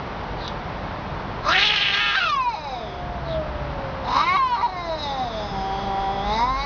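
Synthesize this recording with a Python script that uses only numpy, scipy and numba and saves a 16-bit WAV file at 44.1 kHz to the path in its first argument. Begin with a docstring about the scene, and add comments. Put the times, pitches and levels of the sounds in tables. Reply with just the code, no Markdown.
"""Two cats face off beside a parked car. A harsh scream sinks to a moan, the other cat answers with a
soft falling moan, then a long yowl rises, cracks into a high voice and back, sinks and rises again.
In scream and yowl, pulses from the vocal folds ring the throat, and strain makes them rough.
The calls bounce off ground, car and walls. Town noise, engine hum, thin chirps and one tick lie behind;
a slow gain control turns everything down under the loud calls."""
import sys
import numpy as np
from scipy import signal
from scipy.fft import rfft, irfft, next_fast_len
from scipy.io import wavfile
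from scipy.ndimage import uniform_filter1d
from numba import njit

SR = 44100
rng = np.random.default_rng(int(sys.argv[2]) if len(sys.argv) > 2 else 0)


def transcribe(u):
    """Save the signal u as a 16-bit wav file named by the first command-line argument.

    u: samples, shape (n,) or (channels, n), limited to [-1, 1]; the rate is SR.
    q: integer samples, one column per channel.
    """
    v = np.clip(np.atleast_2d(u).T, -1, 1)
    q = np.round(v * 32767).astype(np.int16)
    wavfile.write(sys.argv[1], SR, q)


N = 293265
TIME = np.arange(N) / SR

# how fast the vocal folds open and close (time [s], pitch [Hz])
SCREAM_PITCH = [(1.43, 268), (1.55, 384), (1.66, 422), (1.8, 412), (1.95, 400), (2.0, 416), (2.1, 414),
                (2.143, 402), (2.157, 785), (2.25, 668), (2.3, 603), (2.35, 556), (2.4, 519), (2.46, 487),
                (2.5, 459), (2.543, 412), (2.557, 322), (2.72, 255), (2.88, 198), (3.05, 175)]
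YOWL_PITCH = [(4.05, 241), (4.16, 266), (4.23, 326), (4.27, 349), (4.355, 387), (4.362, 553), (4.42, 520),
              (4.5, 492), (4.552, 476), (4.564, 388), (4.595, 386), (4.61, 405), (4.622, 483), (4.652, 470),
              (4.666, 380), (4.72, 369), (4.78, 350), (4.85, 339), (4.92, 321), (5, 298), (5.22, 251),
              (5.3, 226), (5.4, 209), (5.5, 198), (5.6, 192), (5.8, 197), (6, 194), (6.2, 197), (6.27, 203),
              (6.33, 216), (6.4, 237), (6.48, 257), (6.65, 286)]
MOAN_PITCH = [(2.6, 349), (2.8, 356), (3.12, 356), (3.4, 309.8), (3.7, 287), (3.85, 269.6), (4.1, 263.6)]
# how strongly the throat's resonances ring (time [s], first [dB], second [dB], third [dB], top [dB])
SCREAM_FORCE = [(1.421, -35.5, -84, -55, -56.5), (1.484, -17.5, -34.5, -33, -27.5),
                (1.551, -18, -22.5, -28, -39), (1.595, -18, -21, -24.5, -42.5),
                (1.66, -24.5, -17, -16, -40.5), (1.715, -21.5, -19.5, -23.5, -45),
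                (1.76, -22.5, -15.5, -18.5, -37), (1.885, -24.5, -19, -22.5, -35.5),
                (1.941, -18.5, -21, -19.5, -50), (2.08, -18.5, -18.5, -23, -38),
                (2.135, -17.5, -26, -22.5, -40), (2.16, -16, -24, -24, -39),
                (2.2, -19.5, -20, -30.5, -36.5), (2.26, -22.5, -20.5, -29, -35),
                (2.32, -18.5, -28, -32.5, -34.5), (2.47, -19.5, -29, -43, -42.5),
                (2.56, -26.5, -39, -39.5, -41), (2.72, -27, -41.5, -38.5, -39.5),
                (2.87, -37, -53, -44, -51), (3.15, -48, -69, -61, -60)]
YOWL_FORCE = [(4.03, -34, -64.5, -47.5, -60.5), (4.09, -25, -48, -36, -42.5), (4.19, -14, -37, -31.5, -37),
              (4.24, -25, -30.5, -34.5, -42), (4.288, -17.5, -20, -36, -40),
              (4.345, -11.5, -28, -31.5, -40.5), (4.363, -22, -26.5, -34, -46),
              (4.405, -18.5, -36.5, -38.5, -54), (4.48, -22, -44, -35.5, -47),
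              (4.6, -19, -35.5, -37.5, -49.5), (4.624, -17, -27, -37, -38.5), (4.65, -19, -43, -37.5, -49),
              (4.7, -26, -46, -38, -44.5), (4.79, -26, -31, -40.5, -41), (4.899, -25, -45.5, -37, -43.5),
              (5.0, -28.5, -43.5, -32, -40), (5.178, -22, -43.5, -37, -40.5), (5.319, -32, -58, -41, -45),
              (5.6, -29, -53, -45.5, -44.5), (6.23, -23, -44, -43, -50), (6.339, -21.5, -38, -33.5, -38),
              (6.39, -16, -32, -37, -35), (6.469, -20, -39, -38.5, -41.5), (6.65, -23.5, -32, -36, -36.5)]
# the resonances move with the jaw and tongue (time [s], first [Hz], third [Hz], top [Hz])
SCREAM_MOUTH = [(1.44, 1080, 4250, 4700), (1.49, 1206, 3900, 4740), (1.559, 1920, 3740, 4680),
                (1.671, 1890, 3480, 4600), (1.901, 1770, 3470, 4640), (2.06, 1510, 3520, 4620),
                (2.19, 1510, 3460, 4600), (2.27, 1330, 3640, 4700), (2.341, 1140, 3300, 4750),
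                (2.42, 960, 4100, 4770), (2.701, 754, 3870, 4870), (2.92, 643, 3410, 4870),
                (3.15, 573, 3480, 4820)]
YOWL_MOUTH = [(4.05, 870, 3880, 4780), (4.21, 1110, 3760, 4950), (4.33, 1026, 3870, 4500),
              (4.48, 1073, 4100, 4760), (4.8, 836, 3940, 4850), (4.92, 757, 3960, 4830),
              (5.0, 758, 3930, 5040), (5.1, 732, 3610, 4800), (5.23, 740, 3720, 4860),
              (5.34, 656, 3500, 4780), (5.48, 776, 3540, 5020), (5.62, 807, 3320, 4930),
              (5.85, 774, 3330, 4760), (6.05, 787, 3400, 4930), (6.2, 754, 3300, 4860),
              (6.33, 850, 3830, 4780), (6.45, 943, 3710, 4960), (6.64, 984, 4040, 4580)]
# strain on the folds (time [s], timing chaos [radians], grouping in threes [0-1], sputter [dB])
SCREAM_STRAIN = [(1.42, .17, 0, 1), (1.6, .22, 0, 1.2), (1.8, .18, 0, 1), (1.96, .18, 0, 1),
                 (2.0, .05, .85, 0), (2.09, .055, .85, 0), (2.13, .12, .5, 1), (2.17, .15, 0, 2),
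                 (2.22, .14, 0, 3), (2.27, .08, 0, 2), (2.34, .02, 0, 0), (2.6, .008, 0, 0)]
YOWL_STRAIN = [(4.04, .22, 0, 1), (4.16, .19, 0, 2), (4.22, .04, 0, 1), (4.28, .015, 0, 0),
               (4.4, .005, 0, 0), (4.555, .005, 0, 0), (4.57, .06, 0, 4), (4.61, .07, 0, 4),
               (4.63, .01, 0, 0), (4.65, .01, 0, 0), (4.67, .05, 0, 4), (4.73, .02, 0, 1),
               (4.95, .012, 0, 0), (5.3, .02, 0, 0), (6.27, .02, 0, 0), (6.34, .03, 0, 1),
               (6.39, .04, 0, 2), (6.46, .015, 0, 0)]
# harmonics of the hum under each call, and of the moan (multiple of the pitch, relative level [dB])
SCREAM_HUM = [(1, -4), (2, 6), (3, -4), (4, -15), (5, -8)]
YOWL_HUM = [(1, 2), (2, 3.5), (3, -17), (5, -2), (6, -17)]
MOAN_HARMONICS = [(1, -7), (2, 5.5), (4, -15)]
# the voice flips into falsetto, its high register, and drops back (start [s], end [s])
FALSETTOS = [(2.15, 2.545), (4.357, 4.556), (4.615, 4.657)]
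# the top resonance is really a pair (multiple of its frequency, width [Hz], relative level [dB])
THROAT_TOP = [(1, 450, 0.5), (1.26, 380, -11)]
# the upper resonances crack at the height of the scream (time [s], half length [s], level change [dB])
CRACKS = [(1.64, .004, -2.5), (1.677, 0.0028, 3.5), (1.756, 0.0012, 5)]
# echoes from the ground, car body and walls (delay [s], level [dB])
REFLECTIONS = [(0.00163, -18.5), (0.00492, -16.5), (0.0094, -9.5), (0.01239, -20.5), (0.01549, -14),
               (0.01836, -19.5), (0.02367, -20), (0.03489, -19.5)]
# thin chirps (start [s], length [s], start frequency [Hz], end frequency [Hz], level [dB])
CHIRPS = [(0.371, 0.17, 4400, 3200, -39.5), (3.239, 0.16, 4170, 3100, -41.5),
          (5.812, 0.091, 4330, 3700, -48.5)]
# the low tones of two engines (frequency [Hz], width of its wander [Hz], relative level [dB])
IDLE_TONES = [(47.8, 4.9, 0)]
PASSING_TONES = [(66, 7.4, 0.86), (139.1, 11, -1.8)]
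# far traffic, from bass to treble (frequency [Hz], relative level [dB])
TOWN_SPECTRUM = [(15, -24), (25, -6), (53, -3.5), (120, -2), (179, -3), (232, -7.5), (315, -8.5),
                 (380, -10), (594, -7.5), (928, -6.5), (2550, -22.5), (2860, -24), (3790, -26.5),
                 (5520, -35.5), (6820, -48.5), (8870, -88), (15000, -120)]


def cat(pitch, force, mouth, strain, hum_harmonics, wide_until_s, hum_db, wide_hum_db, hum_db_per_octave,
        **throat_shape):
    """Fold pulses ring the throat over a soft hum; the strain table sets how rough the call sounds."""
    hz, = curves(pitch)
    levels_db = curves(force)
    chaos, tripling, sputter_db = curves(strain)
    falsetto, unrest = registers()
    chaos = np.maximum(chaos, .08 * unrest)
    wide = ramp(wide_until_s, -.08)  # until then the resonances are wider and the hum is softer
    # the pitch wavers quickly, drifts slowly and shakes with the chaos
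    waver = .00303 * wobble(39) + .003 * wobble(7.43) + .125 * chaos * wobble(27.5)
    phase = 2 * np.pi * np.cumsum(hz * (1 + waver)) / SR
    pulses = vocal_folds(phase, chaos, tripling)
    widening = np.maximum(wide, tripling / 2)
    voice = throat(pulses, mouth, levels_db, chaos, widening, falsetto, **throat_shape)
    # the hum grows about half as fast as the first resonance
    flow_db = hum_db + .53 * levels_db[0] + hum_db_per_octave * np.log2(hz / 200) + wide_hum_db * wide
    flow = airflow_hum(phase, hz, hum_harmonics, falsetto) * undb(flow_db + 20 * chaos * wobble(19))
    sputter = steady(undb(sputter_db * wobble(90)))  # uneven bursts sound like gravel
    flutter = undb(4 * chaos * wobble(27))
    return (voice + flow) * sputter * flutter * sounding(force)


def vocal_folds(phase, chaos, tripling, harmonics=40, rasp_db_per_radian=21):
    """One sharp pulse a cycle; strained cycles turn uneven or group in threes, and air rushes through."""
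    phase = phase + chaos * wobble(260) + .35 * tripling * np.sin(phase / 3)
    half_phase = (phase % (2 * np.pi)) / 2 + 1e-9
    pulses = unit(np.sin((2 * harmonics + 1) * half_phase) / np.sin(half_phase) - 1)
    rush = rng.standard_normal(N) * (1 + np.cos(phase))
    size = undb(rasp_db_per_radian * chaos * wobble(270)) * (1 + tripling * np.cos(phase / 3))
    return (pulses + chaos * rush) * size


def registers(flip_s=.016, settle_s=.028, leap_share=.15):
    """How much of the voice is falsetto, and the folds' unrest at each flip; leaps up are cleaner."""
    falsetto, unrest = 0, 0
    for start, end in FALSETTOS:
        falsetto = falsetto + ramp(start - flip_s / 2, flip_s) * ramp(end + flip_s / 2, -flip_s)
        unrest = np.maximum(unrest, np.maximum(leap_share * bump(start, settle_s), bump(end, settle_s)))
    return falsetto, unrest


def throat(pulses, mouth, levels_db, chaos, widening, falsetto,
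           second_base_hz, base_widths_hz, spill_hz, spill_db, tremble=.2, jaw_lag_s=.04):
    """The throat rings in a few bands, its resonances; an open jaw and strain widen the lower three."""
    first_db, second_db, third_db, top_db = levels_db
    first_width, second_width, third_width = base_widths_hz
    first_hz, third_hz, top_hz = curves(mouth)
    # chaos makes the throat tremble: the second and third resonances shift and flare
    second_hz = (second_base_hz + .51 * first_hz) * (1 + tremble * chaos * wobble(22))
    third_hz = third_hz * (1 + tremble * chaos * wobble(25))
    jaw = follow(first_hz, 1 / (jaw_lag_s * SR), .96)  # opens just after the first resonance rises
    gape = 1 + (jaw / 1423) ** 4.6 * (.67 + widening)
    # falsetto makes the first resonance narrower and louder
    first = steady(resonate(pulses, first_hz, first_width * gape * .81 ** falsetto))
    first = first * undb(first_db + 5 * falsetto)
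    second = steady(resonate(pulses, second_hz, second_width * gape ** .48))
    third = steady(resonate(pulses, third_hz, third_width * np.maximum(gape, 1 + 10 * chaos) ** .43))
    second, third = (band * undb(9 * chaos * wobble(35)) for band in (second, third))
    top = steady(sum(undb(db) * resonate(pulses, k * top_hz, width) for k, width, db in THROAT_TOP))
    # an open mouth also lets out the harmonics between its resonances
    spill_gain = undb(spill_db) * np.clip(gape - .88, 0, .7) * (1 + falsetto)
    spill = steady(resonate(pulses, spill_hz, 1100)) * spill_gain
    upper = undb(third_db) * (third + spill) + undb(top_db) * top
    upper = upper - resonate(upper, hz=4800, width_hz=750)  # the throat swallows one narrow band
    crack_db = sum(db * bump(time_s, half_s) for time_s, half_s, db in CRACKS)
    shimmer_db = 1.6 * wobble(4.4)
    return first - undb(second_db) * second + undb(crack_db + shimmer_db) * upper


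def airflow_hum(phase, hz, harmonics, falsetto, fade_below_hz=661, fade_db_per_octave=49):
    """Smooth airflow through the folds hums; in falsetto it is one pure tone that fades as it sinks."""
    full = unit(sum(undb(db) * np.cos(round(k) * phase) for k, db in harmonics))
    fade_db = fade_db_per_octave * np.minimum(np.log2(hz / fade_below_hz), 0)
    return (1 - falsetto) * full + falsetto * undb(fade_db) * np.cos(phase)


def moan():
    """The answering cat keeps its mouth shut: almost a pure second harmonic."""
    hz, = curves(MOAN_PITCH)
    phase = 2 * np.pi * np.cumsum(hz * (1 + .0037 * wobble(25))) / SR
    tone = unit(sum(undb(db) * np.sin(round(k) * phase) for k, db in MOAN_HARMONICS))
    fade = ramp(zero_s=2.55, length_s=.4) * ramp(zero_s=4.13, length_s=-.1)
    return tone * fade * swell(steady_db=-35.5, centre_s=3.38, half_s=.08, swell_db=-32)


def bounces(x, delays_s=(.0007, .0013, .0021, .0034), gain=.55):
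    """Quick bounces between ground and car smear each pulse without changing its tone."""
    size = next_fast_len(N)
    for delay in delays_s:
        lag = np.exp(-2j * np.pi * np.fft.rfftfreq(size, 1 / SR) * delay)
        x = irfft(rfft(x, size) * (lag - gain) / (1 - gain * lag), size)[:N]
    return x


def street(x, tail_s=.33, tail_db=-23, scatter_db=-19, treble_scatter_db=-9.5, mirror_hz=1900):
    """Near surfaces mirror low tones, the car's wheel and underside scatter treble; a faint tail follows."""
    t = TIME[:SR // 2]
    hz = np.fft.rfftfreq(len(t), 1 / SR)
    tail = rng.standard_normal(len(t)) * np.exp(-np.log(1000) * t / tail_s) * (t > .008)
    scatter = rng.standard_normal(len(t)) * np.exp(-t / .003) * (t > .002)
    mirrored = 1 / (1 + (hz / mirror_hz) ** 4)
    # echoes boost some frequencies and cancel others, so a gliding harmonic swells and fades
    echoes = sum(undb(db) * np.exp(-2j * np.pi * hz * delay) for delay, db in REFLECTIONS)
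    scatter_gain = undb(scatter_db) + undb(treble_scatter_db) * (1 - mirrored)
    scattered = rfft(scatter / np.linalg.norm(scatter)) * scatter_gain
    early = irfft(1 + mirrored * echoes + scattered, len(t))
    return signal.fftconvolve(x, early + undb(tail_db) * tail / np.linalg.norm(tail))[:N]


def chirps(width_hz=900, rasp_db=1.5):
    """Thin, raspy chirps: each is a band of noise that slides down."""
    out = 0
    for start, length, from_hz, to_hz, db in CHIRPS:
        progress = ramp(start, length)
        band = resonate(rng.standard_normal(N), from_hz + (to_hz - from_hz) * progress, width_hz)
        out = out + unit(band * undb(rasp_db * wobble(90))) * np.sin(np.pi * progress) * undb(db)
    return out


def tick(start_s=.478, decay_s=.0019, level_db=-24):
    """One light tick: bright noise that dies away at once."""
    snap = (TIME > start_s) * np.exp(-np.abs(TIME - start_s) / decay_s)
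    return undb(level_db) * snap * unit(resonate(rng.standard_normal(N), hz=3500, width_hz=3000))


def engine(tones, throb_db=3):
    """An engine hums in low tones that throb and wander in pitch."""
    hum = 0
    for hz, width, db in tones:
        gain = undb(db - throb_db * wobble(11))
        phase = 2 * np.pi * np.cumsum(hz + width / 2 * wobble(11.8)) / SR
        hum = hum + gain * np.sin(phase)
    return unit(hum)


def town(level_db=-30):
    """Far traffic blends into an even wash of noise."""
    hz, db = np.transpose(TOWN_SPECTRUM)
    gain = undb(np.interp(np.log(np.fft.rfftfreq(N, 1 / SR) + 1), np.log(hz), db))
    return unit(irfft(rfft(rng.standard_normal(N)) * gain, N)) * undb(level_db)


def undb(db):
    """Turn decibels into a gain."""
    return 10 ** (np.asarray(db) / 20)


def curves(table):
    """Each column of a timed table, joined by straight lines."""
    times, *columns = np.transpose(table)
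    return [np.interp(TIME, times, column) for column in columns]


def unit(x):
    """Scale to an average power of 1."""
    return x / np.sqrt(np.mean(x ** 2))


def steady(x):
    """Hold the power near 1 from moment to moment."""
    power = uniform_filter1d(uniform_filter1d(x ** 2, size=900), size=900)
    return x / np.sqrt(np.abs(power) + 1e-14)


def sounding(table):
    """One over a table's time span, zero outside, with soft edges."""
    return uniform_filter1d(1. * ((TIME > table[0][0]) & (TIME < table[-1][0] + .02)), size=400)


def wobble(hz):
    """Random motion of typical size 1, mostly slower than hz."""
    return unit(signal.sosfilt(signal.butter(2, hz, fs=SR, output="sos"), rng.standard_normal(N)))


def bump(centre_s, half_s):
    """A bell-shaped rise to 1 and fall."""
    return np.exp(-((TIME - centre_s) / half_s) ** 2)


def ramp(zero_s, length_s):
    """Zero at zero_s, one from length_s later (or earlier, if negative)."""
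    return np.clip((TIME - zero_s) / length_s, 0, 1)


def swell(steady_db, centre_s, half_s, swell_db):
    """A steady gain with one swell added."""
    return undb(steady_db) + undb(swell_db) * bump(centre_s, half_s)


@njit
def band_pass(x, hz, width_hz):
    """Let through one band whose centre and width can move."""
    y, band_state, low_state = np.empty(len(x)), 0., 0.
    for i in range(len(x)):
        step, damping = np.tan(np.pi * hz[i] / SR), width_hz[i] / hz[i]
        band = (band_state + step * (x[i] - low_state)) / (1 + step * (step + damping))
        band_state, low_state = 2 * band - band_state, low_state + 2 * step * band
        y[i] = damping * band
    return y


def resonate(x, hz, width_hz):
    """A steep resonance: the band-pass applied twice."""
    hz, width_hz = hz * np.ones(N), width_hz * np.ones(N)
    return band_pass(band_pass(x, hz, width_hz), hz, width_hz)


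@njit
def follow(x, rise, fall):
    """Trail behind x, rising at one speed and falling at another."""
    y, level = np.empty(len(x)), 0.
    for i in range(len(x)):
        level += (x[i] - level) * (rise if x[i] > level else fall)
        y[i] = level
    return y


def scene():
    """The cats close by, the street behind."""
    scream = cat(SCREAM_PITCH, SCREAM_FORCE, SCREAM_MOUTH, SCREAM_STRAIN, SCREAM_HUM,
                 wide_until_s=2.2, hum_db=-18.5, wide_hum_db=-3, hum_db_per_octave=2,
                 second_base_hz=1965, base_widths_hz=(288, 450, 374), spill_hz=4020, spill_db=-1)
    yowl = cat(YOWL_PITCH, YOWL_FORCE, YOWL_MOUTH, YOWL_STRAIN, YOWL_HUM,
               wide_until_s=4.6, hum_db=-21.5, wide_hum_db=-2.5, hum_db_per_octave=0,
               second_base_hz=1607, base_widths_hz=(224, 270, 430), spill_hz=2940, spill_db=3.5)
    near = street(bounces(scream + yowl + moan()) + chirps() + tick())
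    idling = engine(IDLE_TONES) * swell(steady_db=-40, centre_s=8, half_s=1.35, swell_db=-22.5)
    passing = engine(PASSING_TONES) * swell(steady_db=-56.5, centre_s=3.35, half_s=.5, swell_db=-33)
    return (near + idling + passing + town())[None]


def record(dry, threshold_db=-25, slope=.7, attack_s=.18, release_s=.41, dull_hz=6200, top_hz=6800):
    """Slow gain control turns loud moments down; the treble rolls off and is then cut steeply."""
    level_db = 10 * np.log10(np.abs(uniform_filter1d(dry[0] ** 2, size=1500)) + 1e-12)
    excess_db = np.maximum(level_db - threshold_db, 0)
    duck_db = follow(slope * excess_db, 1 / (attack_s * SR), 1 / (release_s * SR))
    dull = signal.sosfilt(signal.butter(10, dull_hz, fs=SR, output="sos"), dry * undb(-duck_db))
    return signal.sosfilt(signal.ellip(8, .2, 70, top_hz, fs=SR, output="sos"), dull)


dry = scene()
out = record(dry)
transcribe(out)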